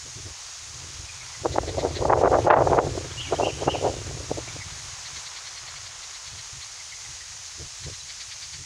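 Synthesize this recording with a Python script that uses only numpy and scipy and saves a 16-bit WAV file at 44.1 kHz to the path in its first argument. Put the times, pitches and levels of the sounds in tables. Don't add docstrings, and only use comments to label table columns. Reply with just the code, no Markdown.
import sys
import numpy as np
from scipy import signal
from scipy.fft import rfft, irfft, next_fast_len
from scipy.io import wavfile
from scipy.ndimage import uniform_filter1d, minimum_filter1d, map_coordinates

SR = 44100
rng = np.random.default_rng(int(sys.argv[2]) if len(sys.argv) > 2 else 0)


def digitize_waveform(pressure):
    field = np.atleast_2d(pressure).T
    bounded = np.clip(field, -1, 1)
    quanta = np.round(bounded * 32767).astype(np.int16)
    wavfile.write(sys.argv[1], SR, quanta)


N = 381465

# time in seconds, patter in dB, nozzle hiss in dB.
SPRINKLER_LEVELS = [(0, -51, -40.5), (1.4, -48, -40.5), (2.2, -46, -41.5), (3.1, -44.5, -40),
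                    (5.2, -46, -39.5), (5.7, -47, -41.5), (6.3, -48.5, -40), (8.65, -54.5, -40)]
# frequency in Hz, relative level in dB.
NOZZLE_SPECTRUM = [(150, -53), (400, -23), (1000, -20), (2000, -10.5), (3200, -9.5), (4600, -4),
                   (5700, -1.14), (6700, 0.5), (7900, -10.5), (9000, -14), (11000, -23.5), (12500, -36.5),
                   (13900, -41), (15000, -36)]
PATTER_SPECTRUM = [(100, -79), (250, -17.5), (450, -8.5), (750, -1.5), (1050, 2), (1500, 0), (2300, -2),
                   (4000, -4), (7000, -28), (12000, -47)]
EDDY_SPECTRUM = [(10, -26), (22, -22), (36, -14.5), (55, -2), (85, 3), (120, -.5), (160, -9), (212, -33.5),
                 (260, -23.5), (400, -22.5), (800, -69)]
PORT_SPECTRUM = [(60, -16.5), (150, -6.5), (212, -34), (260, -9), (340, -1.5), (550, 4.5), (800, 5.5),
                 (1000, 2.5), (3000, -2.5), (6000, -5), (10000, -32)]
# time in seconds, rumble in dB.
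MAIN_GUST = [(0, -53), (.55, -61.5), (.7, -50), (1.36, -52.5), (1.47, -34.5), (1.95, -36.5), (2.1, -28.5),
             (2.42, -32), (2.6, -27), (2.9, -33.5), (3.17, -43), (3.4, -38.5), (3.85, -37), (4.2, -38.5),
             (4.85, -49), (5.4, -64.5), (5.75, -50.5), (6.05, -62), (8.65, -56)]
# peak time in seconds, rumble in dB, flutter in dB, half-length in seconds.
LIGHT_GUSTS = [(0.074, -48, -48, 0.017), (0.184, -42, -47, 0.018), (0.273, -40.5, -46, 0.024),
               (0.843, -49, -53, 0.083), (1.01, -41, -51, 0.02), (5.14, -51, -57, .04),
               (6.35, -46.5, -63, 0.036), (6.562, -44, -61, 0.017), (7.12, -49.5, -72, 0.028),
               (7.622, -43, -47, 0.025), (7.877, -39, -48, 0.028), (8.597, -47.5, -56, .035)]
# peak time in seconds, level in dB, half-length in seconds.
HARD_PUFFS = [(1.459, -18, 0.0066), (1.561, -24, 0.004), (1.585, -15.5, 0.0032), (1.784, -22.5, 0.0081),
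              (1.85, -23, .019), (2.026, -21.5, 0.0061), (2.103, -11, 0.0097), (2.13, -8, 0.0095),
              (2.249, -9.5, 0.017), (2.277, -10, 0.0032), (2.343, -11.5, 0.018), (2.388, -19, 0.0084),
              (2.485, -9.5, 0.015), (2.508, 7, 0.0062), (2.534, 1, .011), (2.577, -8, 0.016),
              (2.675, -15, 0.0042), (2.732, -13.5, .014), (2.787, -7.5, 0.011), (2.827, -26.5, 0.021),
              (2.979, -30, .007), (3.331, -20, 0.009), (3.406, -20, 0.011), (3.434, -20, 0.004),
              (3.472, -25, 0.019), (3.626, -25, 0.01), (3.683, -12.5, 0.0072), (3.752, -25, 0.0099),
              (3.863, -20.5, 0.023), (4.317, -24, 0.0068), (4.384, -28, 0.0081), (4.564, -37, 0.0047)]
# start in seconds, starting pitch in Hz, level in dB.
FALLING_PIPS = [(1.082, 2500, -42.5), (1.205, 2290, -45), (1.338, 2060, -47.5), (3.268, 2310, -41),
                (4.476, 2300, -42), (4.606, 2130, -40.5), (6.793, 2140, -47), (6.916, 2165, -42.5),
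                (7.044, 2060, -49), (7.201, 1970, -47), (7.994, 4040, -44)]
# time in seconds, pitch in Hz, level in dB.
SONG_CALLS = [(3.173, 2817, -33), (3.42, 2700, -32.5), (3.672, 2734, -32)]
# delay in seconds,
# length in seconds, start and end pitch as ratios, relative level in dB, trill depth in Hz.
CALL_PARTS = [(-.062, 0.02, 1.1, 1.23, -9, 81), (0, 0.034, .995, 1.06, -2, 20),
              (.021, .034, 1.04, 1.125, 0.5, 190), (0.059, .032, 1.1, .92, -4, 200)]
# first and last note in seconds, number of notes, level in dB, pitch in Hz.
SCOLD_BOUTS = [(1.536, 1.536, 1, -39, 2040), (1.689, 1.802, 2, -36.5, 2065), (1.966, 1.966, 1, -33.5, 2090),
               (5.066, 5.681, 7, -39, 2168), (5.77, 5.871, 2, -41.5, 2210), (6.037, 6.395, 4, -41.5, 2130),
               (6.628, 6.628, 1, -40, 2130), (7.846, 7.943, 2, -41.5, 2070), (8.104, 8.543, 5, -38.5, 2330)]
# frequency in Hz, relative level in dB.
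BEAK_SPECTRUM = [(900, -28), (1600, -7), (2100, -1), (2600, -10.5), (3400, -0.5), (4300, -4.5),
                 (5200, -8.5), (6500, -15), (9000, -43)]


def amp(db):
    return 10 ** (np.asarray(db) / 20)


def unit(x):
    return x / np.sqrt(np.mean(x ** 2) + 1e-20)


def clock():
    return np.arange(N) / SR


def curves(rows):
    times, *columns = np.transpose(rows)
    return [np.interp(clock(), times, column) for column in columns]


def wobble(rate):
    return map_coordinates(rng.standard_normal(int(N * rate / SR) + 4), [clock() * rate])


def filtered(x, response):
    size = next_fast_len(N + 8192)
    return irfft(rfft(x, size) * response(np.fft.rfftfreq(size, 1 / SR)), size)[..., :N]


def coloured(x, points):
    point_hz, db = np.transpose(points)
    return filtered(x, lambda hz: amp(np.interp(np.log(hz + 1), np.log(point_hz), db)))


def levelled(x, span_s):
    return x / np.sqrt(np.abs(uniform_filter1d(x * x, int(span_s * SR) + 1)) + 1e-12)


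def patchy(x, depth_db):
    spectra = signal.stft(x, nperseg=512)[2]
    patches = uniform_filter1d(rng.standard_normal(spectra.shape), size=7, axis=0)
    patches = uniform_filter1d(patches, size=12, axis=1)
    return unit(signal.istft(spectra * amp(depth_db * unit(patches)), nperseg=512)[1][:N])


def droplets(per_s, spread_db, mist):
    arrivals = rng.random(N) < per_s / SR
    hits = arrivals * rng.standard_normal(N) * amp(spread_db * rng.standard_normal(N))
    return unit(unit(hits) + mist * rng.standard_normal(N))


def sprinklers():
    lawn_db, nozzle_db = curves(SPRINKLER_LEVELS)
    spray = coloured(droplets(per_s=4000, spread_db=0.5, mist=1.6), NOZZLE_SPECTRUM)
    jets = patchy(spray, depth_db=0.62)
    splashes = coloured(droplets(per_s=1400, spread_db=1.0, mist=1.0), PATTER_SPECTRUM)
    lawn = patchy(splashes, depth_db=.7)
    return amp(nozzle_db + 0.31 * wobble(15)) * jets + amp(lawn_db + wobble(9.1)) * lawn


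def far_rumble(level_db=-64):
    spectrum = [(15, -23), (40, -2), (70, -6.0), (120, -10), (220, -48), (800, -72)]
    return amp(level_db) * unit(coloured(rng.standard_normal(N), spectrum))


def wind(flutter_db=-41, growth=1.97, eddy_db=0.5):
    wind_db, = curves(MAIN_GUST)
    rumble_power = amp(wind_db + 1.4 * wobble(11)) ** 2
    flutter_power = amp(flutter_db + growth * (wind_db + 35.5)) ** 2 * (1 + stray_puffs())
    t = clock()
    for peak_s, rumble_db, gust_flutter_db, half_s in LIGHT_GUSTS:
        swell = np.exp(-((t - peak_s) / half_s) ** 2 / 2)
        rumble_power += amp(rumble_db) ** 2 * swell
        flutter_power += amp(gust_flutter_db) ** 2 * swell ** growth
    eddies = amp(3.5 * wobble(45)) * coloured(rng.standard_normal(N), EDDY_SPECTRUM)
    rumble = amp(eddy_db) * np.sqrt(rumble_power) * levelled(eddies, span_s=0.068)
    flutter_power *= amp(0.73 * wobble(44) + 2.98 * wobble(250)) ** 2
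    ragged = amp(2.5 * wobble(450)) ** 2
    flutter_power += ragged * sum(hard_puff(*row) for row in HARD_PUFFS)
    return rumble + port_flutter(10 * np.log10(flutter_power))


def port_flutter(level_db, corner_hz=852, doubling_db=20.0, steepness=4.03):
    noise = levelled(coloured(rng.standard_normal(N), PORT_SPECTRUM), span_s=0.0118)
    cutoff_hz = corner_hz * 2 ** ((level_db + 15) / doubling_db)
    flutter = np.zeros(N)
    for centre_hz in 100 * 2 ** (np.arange(14) / 2):
        band = filtered(noise, lambda hz: np.maximum(1 - 2 * np.abs(np.log2((hz + 1) / centre_hz)), 0))
        flutter += band / (1 + (centre_hz / cutoff_hz) ** steepness)
    return amp(level_db) * levelled(flutter, span_s=0.02)


def stray_puffs(per_s=20, level_db=6, spread_db=2.2, half_s=0.0054):
    arrivals = rng.random(N) < per_s / SR
    powers = amp(level_db + spread_db * rng.standard_normal(N)) ** 2
    shape = signal.windows.gaussian(SR // 10, half_s * SR)
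    return np.abs(signal.fftconvolve(arrivals * powers, shape, mode="same"))


def syllables(pip_s=0.029, pip_fall=0.043, pip_trill_hz=90):
    calls = [(s + delay, length, hz * start, hz * end, db + part_db, depth_hz)
             for s, hz, db in SONG_CALLS
             for delay, length, start, end, part_db, depth_hz in CALL_PARTS]
    pips = [(s, pip_s, hz, hz * (1 - pip_fall), db, pip_trill_hz) for s, hz, db in FALLING_PIPS]
    return calls + pips


def chirps(trill_hz=125):
    song, quiver = np.zeros(N), wobble(500)
    for start_s, length_s, start_hz, end_hz, db, depth_hz in syllables():
        t = np.arange(int(length_s * SR)) / SR
        here = slice(int(start_s * SR), int(start_s * SR) + len(t))
        trill = np.sin(2 * np.pi * (trill_hz * t + rng.random())) + .5 * quiver[here]
        pitch = start_hz + (end_hz - start_hz) * t / length_s + depth_hz * trill
        swell = np.sqrt(2 * np.abs(np.sin(np.pi * t / length_s)))
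        song[here] += amp(db) * swell * np.sin(2 * np.pi * np.cumsum(pitch) / SR)
    return song


def garden_echo(x, t60_s, build_s):
    t = np.arange(SR) / SR
    tail = rng.standard_normal(SR) * amp(-60 * t / t60_s) * (1 - np.exp(-t / build_s))
    return signal.fftconvolve(x, tail / np.linalg.norm(tail))[:N]


def hard_puff(peak_s, db, half_s):
    t, power = clock(), np.zeros(N)
    near = slice(max(int((peak_s - .15) * SR), 0), int((peak_s + .15) * SR))
    power[near] = amp(db) ** 2 / (1 + ((t[near] - peak_s) / half_s) ** 2 / 3) ** 4
    return power


def scolding(half_s=.0115, jitter=.057, rasp=.68, arch=.04):
    notes, quiver = np.zeros(N), wobble(800)
    hiss = unit(coloured(rng.standard_normal(N), BEAK_SPECTRUM))
    t = np.arange(-SR // 20, SR // 20) / SR
    swell = np.exp(-(t / half_s) ** 2 / 2)
    for first_s, last_s, count, db, hz in SCOLD_BOUTS:
        for peak_s in np.linspace(first_s, last_s, round(count)):
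            start = int((peak_s + t[0]) * SR)
            here = slice(start, start + len(t))
            pitch = hz * (1 + jitter * quiver[here] + arch * (swell - 1))
            phase = 2 * np.pi * np.cumsum(pitch) / SR
            voice = .38 * np.sin(phase) + np.sin(2 * phase)
            notes[here] += amp(db) * swell * (voice + rasp * hiss[here])
    return notes


def limiter(x, threshold_db, slope, lookahead_s, release_db_per_s):
    level_db = 10 * np.log10(np.abs(uniform_filter1d(x[0] ** 2, size=300)) + 1e-12)
    wanted_db = slope * np.minimum(threshold_db - level_db, 0)
    wanted_db = minimum_filter1d(wanted_db, 2 * int(lookahead_s * SR) + 1)
    recovery_db = release_db_per_s * clock()
    gain_db = np.minimum.accumulate(wanted_db - recovery_db) + recovery_db
    return x * amp(uniform_filter1d(gain_db, size=300))


def scene():
    song, chatter = chirps(), scolding()
    echo = garden_echo(amp(-6.5) * song + amp(-15) * chatter, t60_s=.8, build_s=.02)
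    return np.tile(sprinklers() + song + chatter + echo + wind() + far_rumble(), (2, 1))


def record(dry):
    ceiling, top_hz = .95, 15750
    held = limiter(dry, threshold_db=-15.3, slope=.74, lookahead_s=.011, release_db_per_s=140)
    rounded = held / (1 + np.abs(held / ceiling) ** 6) ** (1 / 6)
    return filtered(rounded, lambda hz: hz < top_hz)


dry = scene()
out = record(dry)
digitize_waveform(out)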